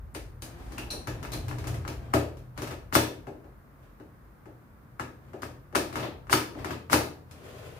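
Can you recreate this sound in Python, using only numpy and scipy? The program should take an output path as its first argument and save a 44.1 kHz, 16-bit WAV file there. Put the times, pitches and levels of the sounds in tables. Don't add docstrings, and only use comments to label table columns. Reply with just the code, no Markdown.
import sys
import numpy as np
from scipy import signal
from scipy.fft import rfft, irfft, next_fast_len
from scipy.io import wavfile
from scipy.ndimage import map_coordinates

SR = 44100
rng = np.random.default_rng(int(sys.argv[2]) if len(sys.argv) > 2 else 0)


def to_wav(s):
    ch = np.atleast_2d(s).T
    pcm = np.round(np.clip(ch, -1, 1) * 32767)
    wavfile.write(sys.argv[1], SR, pcm.astype(np.int16))


N = 343539
TIME = np.arange(N) / SR
SIZE, LEAD = 24576, 350
AGE = np.arange(SIZE) / SR
BINS = np.fft.rfftfreq(SIZE, 1 / SR)

# (time [s], sway [dB], flexing [dB])
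PUSH = [(0.0, -41, -58.5), (0.24, -41.5, -49.5), (0.5, -54, -51.5), (0.56, -43, -57), (1.47, -43, -39.5),
        (1.78, -51, -36.5), (1.89, -40.5, -47.5), (2.43, -50, -50), (3.01, -50.5, -54), (3.23, -56, -57.5),
        (4.79, -59.5, -60), (6.64, -54.5, -50), (6.79, -70, -56), (7.07, -49, -54), (7.18, -76, -53.5),
        (7.79, -56.5, -49)]
# (start [s], end [s], effort [dB])
TURNS = [(0.579, 0.783, -58.5), (1.443, 1.75, -72), (2.576, 2.72, -43), (5.906, 6.064, -40),
         (6.577, 6.73, -39)]
# (time [s], slide length [s], level [dB], catch above that level [dB], door weight [dB], brightness [dB])
CLACKS = [(2.138, 0.0013, -27, -32, 7, -9), (2.953, 0.027, -21.5, -13, 1.2, -1.5),
          (5.755, 0.0048, -28.5, -3, 3.5, -1), (6.329, .032, -22.5, -14, -2.5, -2),
          (6.931, 0.032, -22.5, -14.5, 1, -1.5)]
# (frequency [Hz], level [dB])
EDGE_TONE = [(300, -35), (2000, -15), (3300, -2), (5000, 0), (6400, -2), (7400, -4.5), (8700, -2),
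             (11000, -4), (13000, -6), (15200, -5.5)]


def amp(db):
    return 10 ** (np.asarray(db) / 20)


def unit(x):
    return x / np.sqrt(np.mean(np.abs(x) ** 2) + 1e-20)


def along(points, hz):
    frequencies, values = np.transpose(points)
    return np.interp(np.log(hz + 1), np.log(frequencies + 1), values)


def curves(rows):
    times, *columns = np.transpose(rows)
    return [np.interp(TIME, times, column) for column in columns]


def gate(start, end, ramp):
    return np.clip(np.minimum(TIME - start, end - TIME) / ramp, 0, 1)


def add(track, time, sound):
    part = track[:, max(round(time * SR), 0):][:, :sound.shape[-1]]
    part += sound[..., :part.shape[-1]]


def filtered(x, response):
    length = next_fast_len(x.shape[-1] + SR // 4)
    hz = np.fft.rfftfreq(length, 1 / SR)
    return irfft(rfft(x, length) * response(hz), length)[..., :x.shape[-1]]


def coloured_noise(tone):
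    return unit(filtered(rng.standard_normal((2, N)), lambda hz: amp(along(tone, hz))))


def causal(level_db):
    cepstrum = irfft(np.log(amp(level_db)))
    cepstrum[1:SIZE // 2] *= 2
    cepstrum[SIZE // 2 + 1:] = 0
    return unit(np.exp(rfft(cepstrum)))


def resonances(peaks, hz):
    return sum((-1) ** k * amp(db) * 1j * hz * width / (pitch ** 2 - hz ** 2 + 1j * hz * width)
               for k, (pitch, width, db) in enumerate(peaks))


def ringing(modes, attack):
    hz, db, decay_s = np.transpose(modes)[:, :, None]
    strength = unit(amp(db + 2 * rng.standard_normal(hz.shape))) / np.sqrt(len(hz))
    sign = (-1) ** np.arange(len(hz))[:, None]
    tones = sign * strength * amp(-60 * AGE / decay_s) * np.sin(2 * np.pi * hz * AGE)
    return tones.sum(0) * (1 - np.exp(-AGE / attack))


def grains(length, rate, spread_db):
    slips = (rng.random(length) < rate / SR) * rng.standard_normal(length)
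    return unit(slips * amp(spread_db * rng.standard_normal(length)))


def room_tail(build=0.0027):
    # (frequency [Hz], time to fade 60 dB [s])
    ring_times = [(100, 0.66), (400, 0.5475), (1200, 0.3779), (4000, 0.3864), (9000, 0.3239), (15000, 0.34)]
    hz, age, spectra = signal.stft(rng.standard_normal((2, SIZE)), SR, nperseg=256)
    decay = amp(-60 * age / along(ring_times, hz)[:, None])
    _, tail = signal.istft(spectra * decay, SR, nperseg=256)
    return tail[:, :SIZE] * (1 - np.exp(-AGE / build))


def in_room(x):
    tail = room_tail()
    return signal.fftconvolve(x[None], tail / np.linalg.norm(tail[0]), axes=1)


def force_through_room(force, tone):
    body = irfft(causal(along(tone, BINS)))
    return in_room(signal.fftconvolve(force, body)[:N])[:, :N]


def room_noise():
    # (frequency [Hz], level [dB])
    air_tone = [(22, -45), (48, -12.5), (125, -8.5), (200, -8), (400, -16.5), (800, -22.5), (1150, -20.5),
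                (1700, -26), (2200, -33), (3000, -42), (7500, -48), (12000, -43), (15500, -38.5)]
    return amp(-54.5) * coloured_noise(air_tone)


def door():
    # (start [s], end [s], level [dB])
    rubs = [(0.423, 2.14, -50), (3.317, 2.8, -52.5), (5.202, 5.563, -59), (7.32, 8.9, -56.5)]
    # (frequency [Hz], level [dB])
    rub_tone = [(100, -18), (220, 2), (320, -2.5), (600, -9.5), (1200, -12), (2200, -20.5), (4000, -29.5),
                (15000, -40.5)]

    def rumble(peaks):
        return unit(filtered(rng.standard_normal((2, N)), lambda hz: np.abs(resonances(peaks, hz)) ** 2))
    sway_db, flex_db = curves(PUSH)
    grips = [(start - 0.037, end + 0.018, db - 5.5) for start, end, db in TURNS]
    pressure = sum(amp(db) * gate(start, end, ramp=0.021) for start, end, db in [*rubs, *grips])
    sway = amp(sway_db + 3) * rumble([(51.0, 25, 0)])
    bend = np.hypot(amp(flex_db + 4), amp(-3) * pressure)
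    flex = bend * rumble([(84, 18.6, 0.5), (121.2, 9.9, 3.5), (148.3, 28, -3.0)])
    return sway + flex + force_through_room(pressure * grains(N, rate=700, spread_db=3), rub_tone)


def chinks(reach_octaves=0.3):
    # (time [s], level [dB], favoured pitch [Hz])
    touches = [(0.143, -54, 9200), (0.778, -41, 2700), (0.904, -35, 3970), (0.907, -42.5, 5570),
               (0.909, -42.5, 11400), (1.326, -42.5, 4020)]
    # (pitch [Hz], level [dB], time to fade 60 dB [s])
    steel_modes = [(2490, 7, .3), (2714, 9, 0.16), (2880, -18, .3), (4024, -6, 0.16), (3950, -6.5, 0.22),
                   (4180, -4, 0.19), (5750, -0.5, 0.15), (6200, -12, 0.26), (7250, 2, .25),
                   (9100, -2, 0.74), (9350, -27, .2), (10300, -12, .2), (11240, -9, .22), (14500, -3, .2)]
    out = np.zeros((2, N))
    for time, db, pitch_hz in touches:
        modes = [(hz, level - 6 * (np.log2(hz / pitch_hz) / reach_octaves) ** 2, decay_s)
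                 for hz, level, decay_s in steel_modes]
        ring = ringing(modes, attack=0.00014)
        flare = ring * np.exp(-AGE / .0015)
        echo = in_room(flare)[:, :SIZE]
        add(out, time, amp(db + 1) * (amp(-13) * ring + amp(8) * flare + amp(19) * echo))
    return out


def contacts():
    # (time [s], level [dB], brightness [dB])
    ticks = [(0.149, -41, -1), (0.422, -47.5, 9), (0.722, -49.5, -2), (0.782, -39.5, -1.5),
             (0.907, -47.5, 8), (1.073, -36.5, -7.5), (1.229, -42.5, -4), (1.32, -47, 7),
             (1.334, -41.5, 4.5), (1.483, -43, -3), (1.585, -44, -5.5), (1.642, -41, -18),
             (1.672, -41.5, 2.5), (1.743, -44.5, -5.5), (1.878, -37.5, -6), (2.371, -58, 0),
             (2.577, -39.5, -8), (2.62, -39, -2.5), (2.674, -42, -7), (2.711, -41.5, -11),
             (5.421, -43.5, -1), (5.928, -42, -11), (5.999, -39, -11), (7.312, -53.5, 1)]
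    # (time [s], level [dB])
    bumps = [(0.932, -39), (1.347, -38), (1.69, -40), (3.27, -36.5), (3.444, -51.5), (4.0, -46.5),
             (4.457, -46), (5.334, -40), (5.727, -43.5), (6.551, -40.5)]
    # (time [s], level [dB], brightness [dB])
    clunks = [(1.25, -43.5, -3), (1.513, -42, -24), (1.851, -43.5, -37), (4.997, -35.5, -13),
              (5.432, -41.5, -27), (5.957, -34.5, 2), (6.27, -53.5, -19), (6.646, -37, 1.5),
              (6.708, -37.5, -5)]
    # (door thump [dB], panel knock [dB], case jolt [dB], case ring [dB], bolt [dB], steel edge [dB])
    tick_mix = (-4.5, -0.5, -4, -4.5, -5, -4)
    bump_mix = (-10.5, -2, -12, -15, -20, -53)
    clunk_mix = (-6.5, -2.5, 1, -3, -5.5, -17.5)
    clack_mix = (-9.5, -1, 4, -1.5, -5, -1.5)

    def touch(time, db, mix, bright=0, weight=0):
        return time, db + np.add(mix, [weight, weight, 0, 0, 0.21 * bright, bright])
    hits = [touch(time, db, clack_mix, bright, weight) for time, _, db, _, weight, bright in CLACKS]
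    hits += [touch(time - slide, db + catch, clunk_mix, bright=-8) for time, slide, db, catch, *_ in CLACKS]
    hits += [touch(time, db, tick_mix, bright) for time, db, bright in ticks]
    hits += [touch(time, db, clunk_mix, bright) for time, db, bright in clunks]
    hits += [touch(time, db, bump_mix) for time, db in bumps]
    _, flex_db = curves(PUSH)
    lean_db = 0.19 * (flex_db - flex_db.mean())
    return [(time, thump_db + lean_db[round(time * SR)], *others) for time, (thump_db, *others) in hits]


def strike(lag, bounce, bounce_db, far_db):
    rebounds = np.array([grains(SIZE, rate=500, spread_db=2) for _ in range(2)]) * np.exp(-AGE / bounce)
    force = amp(bounce_db) * rebounds / np.linalg.norm(rebounds, axis=1, keepdims=True)
    force[:, 0] += 1
    far_side = amp(far_db) * np.exp(-2j * np.pi * BINS * lag)
    return rfft(force) * np.array([np.ones_like(BINS), far_side])


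def ripple(depth_db, step_hz):
    return depth_db * map_coordinates(rng.standard_normal(256), [BINS / step_hz], mode="wrap")


def slide_in(slide_db):
    swell = np.exp(-3 * AGE[LEAD:0:-1] / AGE[LEAD]) * rng.standard_normal(LEAD)
    return rfft(np.append(amp(slide_db) * swell / np.linalg.norm(swell), 1), SIZE)


def latch():
    # (pitch [Hz], width [Hz], level [dB])
    case_peaks = [(934, 74, 11.5), (1259, 132, 8), (1737, 130, 4.5)]
    bolt_peaks = [(2016, 640, -4.5), (2207, 300, 3), (2610, 240, -2.5), (2927, 145, 0), (3400, 3700, -10.5)]
    # (frequency [Hz], level [dB])
    thud_tone = [(30, -35), (120, -18), (200, -13), (300, 0), (400, -1), (500, -3.5), (650, -4), (850, -9),
                 (1200, -22), (2500, -45), (8000, -80)]
    # (pitch [Hz], level [dB], time to fade 60 dB [s])
    panel_modes = [(250, -4, .3), (303, 0, .3), (318, -2, .28), (366, -6, .28), (397, -8, .28),
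                   (570, -8, .25), (654, -11, .22), (800, -10, .2), (865, -10, .22)]
    bending_modes = [(83, -3, .45), (118, 0, .4), (145, -7, .3), (190, -12, .25)]
    rise_s = .0027
    thud = causal(along(thud_tone, BINS))
    steel_db = along(EDGE_TONE, BINS)
    case, bar = unit(resonances(case_peaks, BINS)), unit(resonances(bolt_peaks, BINS))
    jolt = unit(resonances([(1190, 800, 0)], BINS) ** 2)
    direct_treble = amp(along([(4000, -0.5), (13000, -5)], BINS))
    fade = np.clip((AGE[-1] - AGE) / .1, 0, 1) ** 2
    out = np.zeros((2, N))
    for time, thump_db, panel_db, jolt_db, case_db, bolt_db, edge_db in contacts():
        direct = strike(lag=0.00041, bounce=0.009, bounce_db=-4.5, far_db=-8.0)
        room = room_tail(build=0.00049)
        echo = rfft(room)
        edge = causal(steel_db + ripple(depth_db=1.4, step_hz=220))
        crack = amp(edge_db) * edge * (amp(27) * direct_treble * direct + amp(-0.5) * echo)
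        clack = amp(bolt_db) * bar * (amp(23.5) * direct + echo)
        knock = amp(jolt_db + 29) * jolt * direct + amp(case_db) * case * echo
        wood = amp(panel_db + .5) * thud * rfft(room * (1 - np.exp(-AGE / rise_s)))
        ring = amp(panel_db + 4.5) * ringing(panel_modes, attack=2 * rise_s)
        thump = amp(thump_db + 9) * ringing(bending_modes, attack=0.013)
        blow = irfft((crack + clack + knock + wood) * slide_in(slide_db=-14.0))
        add(out, time - LEAD / SR, blow * fade)
        add(out, time, (ring + thump) * fade)
    return out


def sliding_bolt(linger_s=0.1):
    # (frequency [Hz], level [dB])
    scrape_tone = [(60, -8), (300, 0), (700, -2), (1500, -11), (2600, -13), (4000, -16), (8000, -36.5),
                   (15500, -29.5)]
    chatter_db_per_s, hiss_db_per_s = 349.5, 850.5
    chatter, plate = np.zeros((2, N))
    for start, end, effort_db in TURNS:
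        stroke = gate(start, end, ramp=0.0054)
        chatter += amp(effort_db) * stroke
        plate += amp(-63.5) * stroke
    for time, slide, db, *_ in CLACKS:
        stroke = amp(db) * gate(time - slide, time, ramp=0.0011)
        time_left = np.clip(time - TIME, 0, slide)
        chatter += amp(-1.5 - chatter_db_per_s * time_left) * stroke
        plate += amp(2 - hiss_db_per_s * time_left) * stroke
    decay = amp(-60 * AGE / linger_s) ** 2
    power = np.abs(signal.fftconvolve(plate ** 2, decay / decay.sum())[:N])
    hiss = np.sqrt(power) * coloured_noise(EDGE_TONE)
    return hiss + force_through_room(chatter * grains(N, rate=700, spread_db=10.0), scrape_tone)


def sleeve():
    # (start [s], length [s], level [dB])
    brushes = [(3.745, 0.17, -64.5), (7.25, 0.63, -48)]
    # (frequency [Hz], level [dB])
    cloth_tone = [(120, -25), (220, -13.5), (420, 5.5), (900, -8), (2600, -11), (5000, -20.5),
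                  (15500, -25.5)]
    sweep = sum(amp(db) * np.sin(np.pi * np.clip((TIME - start) / length, 0, 1))
                for start, length, db in brushes)
    return force_through_room(sweep * grains(N, rate=3000, spread_db=7.5), cloth_tone)


def scene():
    # (frequency [Hz], left over right [dB])
    lean = [(60, 1), (125, 5.9), (250, 2.4), (600, 7.1), (1200, 1.67), (2200, 1.1), (8000, 2.4),
            (13000, 0.5)]
    # (frequency [Hz], gain of the side signal [dB])
    width = [(60, -16), (125, -14.5), (250, -6.5), (500, -5.5), (1000, 0), (15000, 0.5)]
    near = latch() + chinks() + sliding_bolt() + door() + sleeve()
    near = filtered(near, lambda hz: amp(np.outer([.5, -.5], along(lean, hz))))
    left, right = near + room_noise()
    mid = (left + right) / 2
    side = filtered((left - right) / 2, lambda hz: amp(along(width, hz)))
    return np.array([mid + side, mid - side])


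def record(dry):
    low_hz, top_hz, ceiling = 38, 15400, .88
    thinned = filtered(dry, lambda hz: (hz / low_hz) ** 6 / np.sqrt(1 + (hz / low_hz) ** 12))
    rounded = thinned / (1 + np.abs(thinned / ceiling) ** 6) ** (1 / 6)
    return filtered(rounded, lambda hz: 1 / np.sqrt(1 + (hz / top_hz) ** 200))


dry = scene()
out = record(dry)
to_wav(out)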